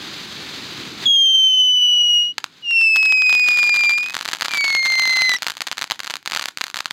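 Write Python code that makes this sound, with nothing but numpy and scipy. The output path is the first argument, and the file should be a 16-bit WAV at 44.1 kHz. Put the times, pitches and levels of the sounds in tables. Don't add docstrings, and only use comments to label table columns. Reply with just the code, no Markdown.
import sys
import numpy as np
from scipy import signal
from scipy.fft import rfft, irfft, next_fast_len
from scipy.io import wavfile

SR = 44100
rng = np.random.default_rng(int(sys.argv[2]) if len(sys.argv) > 2 else 0)


def wav_out(sig):
    wavfile.write(sys.argv[1], SR, np.round(np.clip(np.atleast_2d(sig).T, -1, 1) * 32767).astype(np.int16))


N = 305172
TIME = np.arange(N) / SR

# f/Hz, relative level/dB
CRACK_SPECTRUM = [(40, -38.5), (130, -17.5), (290, -13), (430, -15.5), (900, -0.5), (1400, 1), (2600, -2.5),
                  (4300, 0.5), (6200, -5.5), (7500, -9.5), (9200, -18.5), (12500, -18), (16000, -24.5)]


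def whistle(start, end, pitch_hz, sag, excess_hz, settle_s, level_db, swell_db, attack_s, burnout_s,
            bend_hz, left, overtone_db, wobble,
            flutter=0.0017, jitter=0.0032, waver_db=0.81, steepening=0.46, rasp_db=2.5):
    # f/Hz, level against the fundamental/dB
    overtone_spectrum = [(4100, -7), (5000, -13.5), (6100, -20), (7500, -27.5), (9200, -46), (10500, -40.5),
                         (12300, -40.5), (15000, -51.5)]
    chirp_share, chirp_s = .12, .005
    snuff_s = 0.0071
    sputter_db, sputter_share, sputter_s = 4, .012, .025

    on = (TIME > start) & (TIME < end)
    t, to_go = TIME[on] - start, end - TIME[on]
    burnout = np.clip(1 - to_go / burnout_s, 0, 1)
    unsettled = np.exp(-t / settle_s)
    abrupt = min(chirp_s / attack_s, 1)
    sputter = abrupt * np.exp(-t / sputter_s) * drift(150)[on]

    flick = abrupt * np.exp(-t / chirp_s) + 2 * left * np.exp(-to_go / chirp_s)
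    chirp = sputter_share * sputter + chirp_share * flick
    hz = pitch_hz * (1 - sag * t + chirp) + excess_hz * unsettled + bend_hz * burnout
    shake = wobble * unsettled * drift(24)[on] + flutter * drift(68)[on] + jitter * drift(870)[on]
    phase = 2 * np.pi * np.cumsum(hz * (1 + shake)) / SR

    fade_in = np.minimum(t / attack_s, 1)
    fade_down = 1 - (1 - np.clip(left, 0, 1)) * burnout
    envelope = fade_in * fade_down * np.minimum(to_go / snuff_s, 1)
    db = level_db + swell_db * t + 20 * np.log10(envelope + 1e-9)

    blast = from_db(overtone_db + steepening * (db - db.max()))
    rasp = rasp_db * drift(120)[on]
    wave = np.sin(phase)
    for k in range(2, 8):
        audible = k * hz < SR / 2
        strength = blast * from_db(np.log(k / 2) * rasp) * gain_at(overtone_spectrum, k * hz)
        wave += audible * strength * np.cos(k * phase)

    out = np.zeros(N)
    out[on] = np.sqrt(2) * wave * from_db(db + waver_db * drift(30)[on] + sputter_db * sputter)
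    return out


def crackle(sharp_db=2.5, dull_db=3.0, big_db=-8, chance_db=5, dull_hz=7000):
    s, db = granules()
    dull = db + chance_db * luck(s) > big_db
    soften = signal.butter(1, dull_hz, fs=SR, output="sos")
    dull_cracks = signal.sosfilt(soften, cracks(s[dull], db[dull] + dull_db))
    return dull_cracks + cracks(s[~dull], db[~dull] + sharp_db)


def granules():
    # t/s, level before the sharp or dull boost/dB
    placed_bursts = [(2.3818, -3.5), (2.3841, -7.5), (2.4422, -3.5), (2.71, -17.5), (2.8135, -16.5),
                     (2.9604, -5), (2.968, -7.5), (3.0539, -14.5), (3.1238, -6), (3.221, -9.5),
                     (3.3277, -4), (3.351, -7.5), (3.4863, -4.5), (3.588, -8.5), (3.6306, -6),
                     (3.6402, -15), (3.6936, -7), (3.7621, -8.5), (3.8369, -6), (3.8949, -4.5),
                     (3.9838, -10), (4.098, -13.5), (4.144, -6.5), (4.167, -3.5), (4.211, -6.5),
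                     (4.254, -9), (4.2884, -4.5), (4.3141, -13), (4.3327, -3.5), (4.4105, -4.5), (4.422, 0),
                     (4.4509, -6), (4.458, -6), (4.4832, -5), (4.5367, -3), (4.5731, -7), (4.6427, -4),
                     (4.7034, -5.5), (4.7504, -0.5), (4.8587, -5), (4.9024, -11), (4.9962, -4), (5.055, -6),
                     (5.0758, -8), (5.1197, -25), (5.1618, -12), (5.2204, -0.5), (5.294, -2.5),
                     (5.3181, -6), (5.3379, -6.5), (5.4222, -6), (5.467, -1), (5.4837, -6), (5.4994, -9),
                     (5.5699, -13.5), (5.6069, -5.5), (5.6193, -5.5), (5.6723, -9), (5.715, -4),
                     (5.7807, -7.5), (5.8141, -7.5), (5.8215, -2), (5.9101, -1), (5.9189, -0.5),
                     (6.0029, -8.5), (6.045, -15), (6.0999, -7.5), (6.1062, -10), (6.1394, -5.5),
                     (6.26, -9.5), (6.2757, -4.5), (6.3202, -5), (6.3334, -7), (6.3497, -5), (6.3623, -3.5),
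                     (6.3728, -7), (6.3952, -5.5), (6.412, -10), (6.4242, -10), (6.4574, -4), (6.486, -7.5),
                     (6.5735, -8.5), (6.6112, -3.5), (6.6152, -3), (6.64, -5.5), (6.7006, -16),
                     (6.7436, -6.5), (6.7692, -8), (6.7901, -9.5), (6.8058, -5), (6.8578, -3.5),
                     (6.9087, -8)]
    # t/s, lone cracks per second/(1/s) (below 0 means none), cracks set off by each placed burst/count
    random_rates = [(2.9, -5, 0), (3.2, 17, 0.19), (3.7, 40, 0.64), (4.2, 17, 1.2), (5.1, 28.5, 1.5),
                    (5.6, 8, 1.6), (6.92, 0, 1)]
    random_level_db, spread_db = -13.5, 2.5
    chain_s = .013

    s, db = np.transpose(placed_bursts)
    lone_per_s, set_off = in_time(random_rates)
    r = np.exp(-1 / (chain_s * SR))
    chain = signal.lfilter([1 - r], [1, -r], clicks(s, np.ones(len(s))) + 1e-18)
    born = rng.random(N) < lone_per_s / SR + set_off * chain
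    random_db = random_level_db + spread_db * np.clip(rng.standard_normal(N), -2, 2)
    return np.append(s, TIME[born]), np.append(db, random_db[born])


def sparks(spread_db=5):
    # t/s, ticks per second/(1/s), middle level of a tick/dB
    spray = [(1.1, 18, -46), (2.5, 24, -42), (3.4, 100, -21), (5.3, 76, -15), (5.6, 69, -29.5)]
    per_s, db = in_time(spray)
    born = rng.random(N) < per_s / SR
    return cracks(TIME[born], db[born] + spread_db * np.clip(luck(TIME[born]), -2, 2))


def cracks(times, db, bounce=.4, lag_s=.00052, lag_spread=.35):
    lags = lag_s * np.exp(lag_spread * luck(times))
    bursts = clicks(times, from_db(db)) + clicks(times + lags, bounce * from_db(db))
    return signal.oaconvolve(bursts, shock(CRACK_SPECTRUM))[:N]


def shock(spectrum, size=1024):
    cepstrum = irfft(np.log(gain_at(spectrum, np.fft.rfftfreq(size, 1 / SR))))
    cepstrum[1:size // 2] *= 2
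    cepstrum[size // 2 + 1:] = 0
    pulse = notch(irfft(np.exp(rfft(cepstrum))))
    return pulse / pulse.max()


def afterglow(pops, level_db, t60):
    r = from_db(-120 / (t60 * SR))
    power = signal.lfilter([1 - r], [1, -r], pops ** 2 + 1e-18)
    return from_db(level_db) * np.sqrt(power) * notch(noise(CRACK_SPECTRUM))


def nozzle():
    # t/s, hiss level/dB
    jet_level = [(0, -32.5), (.8, -32.5), (.97, -35.5), (1.05, -28), (1.09, -55), (2.24, -49), (2.33, -58),
                 (2.47, -60), (2.55, -49), (3.5, -66), (5.3, -41), (5.55, -56), (6.2, -66)]
    # t/s, roar level/dB
    flame_level = [(0, -42), (1.07, -39), (1.13, -64.5), (2.4, -59), (3.5, -57), (6.92, -66.5)]
    # f/Hz, relative level/dB
    hiss_spectrum = [(200, -28), (500, -12), (1400, -5.5), (2800, -4.5), (3900, -0.5), (4900, -4.5),
                     (6200, -11), (7500, -17.5), (9000, -26.5), (12500, -27), (16000, -32)]
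    # f/Hz, relative level/dB
    roar_spectrum = [(25, -30.5), (60, -15.5), (140, -3), (310, -0.5), (420, -6.5), (600, -22),
                     (3000, -68.5)]
    sputter_db, lump_db = 1.1, .8
    hiss_db = in_time(jet_level)[0] + sputter_db * drift(48)
    roar_db = in_time(flame_level)[0] + lump_db * drift(40)
    hiss = from_db(hiss_db) * notch(noise(hiss_spectrum))
    roar = from_db(roar_db) * noise(roar_spectrum)
    return hiss + roar


def surroundings(x):
    wall = scatter(x, level_db=-24, delay_s=.02, t60=.02)
    yard = scatter(x, level_db=-23.5, delay_s=0.018, t60=0.24)
    return wall + yard


def scatter(x, level_db, delay_s, t60):
    t = TIME[:SR] - delay_s
    response = rng.standard_normal(SR) * (t > 0) * from_db(-60 * np.abs(t) / t60)
    response = response / np.sqrt(np.sum(response ** 2))
    return from_db(level_db) * signal.oaconvolve(x, response)[:N]


def noise(spectrum):
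    size = next_fast_len(N)
    white = rfft(rng.standard_normal(size))
    coloured = white * gain_at(spectrum, np.fft.rfftfreq(size, 1 / SR))
    return rms_one(irfft(coloured, size)[:N])


def notch(x, hz=5500):
    width_hz, depth = 700, .72
    without_band = signal.lfilter(*signal.iirnotch(hz, hz / width_hz, fs=SR), x)
    return x + depth * (without_band - x)


def drift(rate):
    step = 20
    count = N // step + 2
    hz = np.fft.rfftfreq(count, step / SR)
    slow = irfft(rfft(rng.standard_normal(count)) / (1 + (hz / rate) ** 2))
    return np.interp(np.arange(N) / step, np.arange(len(slow)), rms_one(slow))


def luck(times):
    return rng.standard_normal(N)[(times * SR).astype(int) % N]


def clicks(times, heights):
    return np.bincount(np.round(np.abs(times) * SR).astype(int), heights, N)[:N]


def in_time(rows):
    s, *columns = np.transpose(rows)
    return [np.interp(TIME, s, c) for c in columns]


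def gain_at(spectrum, hz):
    points_hz, db = np.transpose(spectrum)
    return from_db(np.interp(np.log(hz + 1), np.log(points_hz), db))


def from_db(db):
    return 10 ** (np.asarray(db) / 20)


def rms_one(x):
    return x / np.sqrt(np.mean(x ** 2) + 1e-20)


def scene():
    # start/s, end/s, pitch/Hz, sag/(share of pitch per s),
    # starting excess/Hz, settling/s, level/dB, swell/(dB per s), attack/s, burn-out/s, burn-out bend/Hz,
    # amplitude left at the end/(0-1), overtone shift/dB, early wobble/(share of pitch)
    whistle_rows = [(1.055, 2.328, 3091, 0.061, 215, 0.33, -12.5, -1.5, 0.0029, 0.15, 49, 0.14, 1.5, .006),
                    (2.62, 4.138, 2612, 0.068, 300.3, 0.18, -13, -2, .16, 0.22, 203, 0.03, 0.5, 0.0078),
                    (4.48, 5.367, 2061, .013, 378.6, .208, -19.5, 2.5, 0.12, .093, -125, .55, 2.5, 0),
                    (5.363, 5.38, 5260, 0, 300, 0.0088, -24, 0, 0.0045, 0.015, 0, 0.04, -7, 0)]
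    tubes = sum(whistle(*row) for row in whistle_rows)
    pops = crackle() + sparks()
    ground = afterglow(pops, level_db=-16, t60=0.015) + afterglow(pops, level_db=-19.5, t60=0.075)
    spill = .35
    return pops + ground + tubes + nozzle() + surroundings(pops + spill * tubes)


def record(dry):
    top, knee = .82, 8
    rounded = dry / (1 + np.abs(dry / top) ** knee) ** (1 / knee)
    lowpass = signal.firwin(numtaps=255, cutoff=16000, fs=SR)
    return signal.fftconvolve(rounded, lowpass, "same")[None]


dry = scene()
out = record(dry)
wav_out(out)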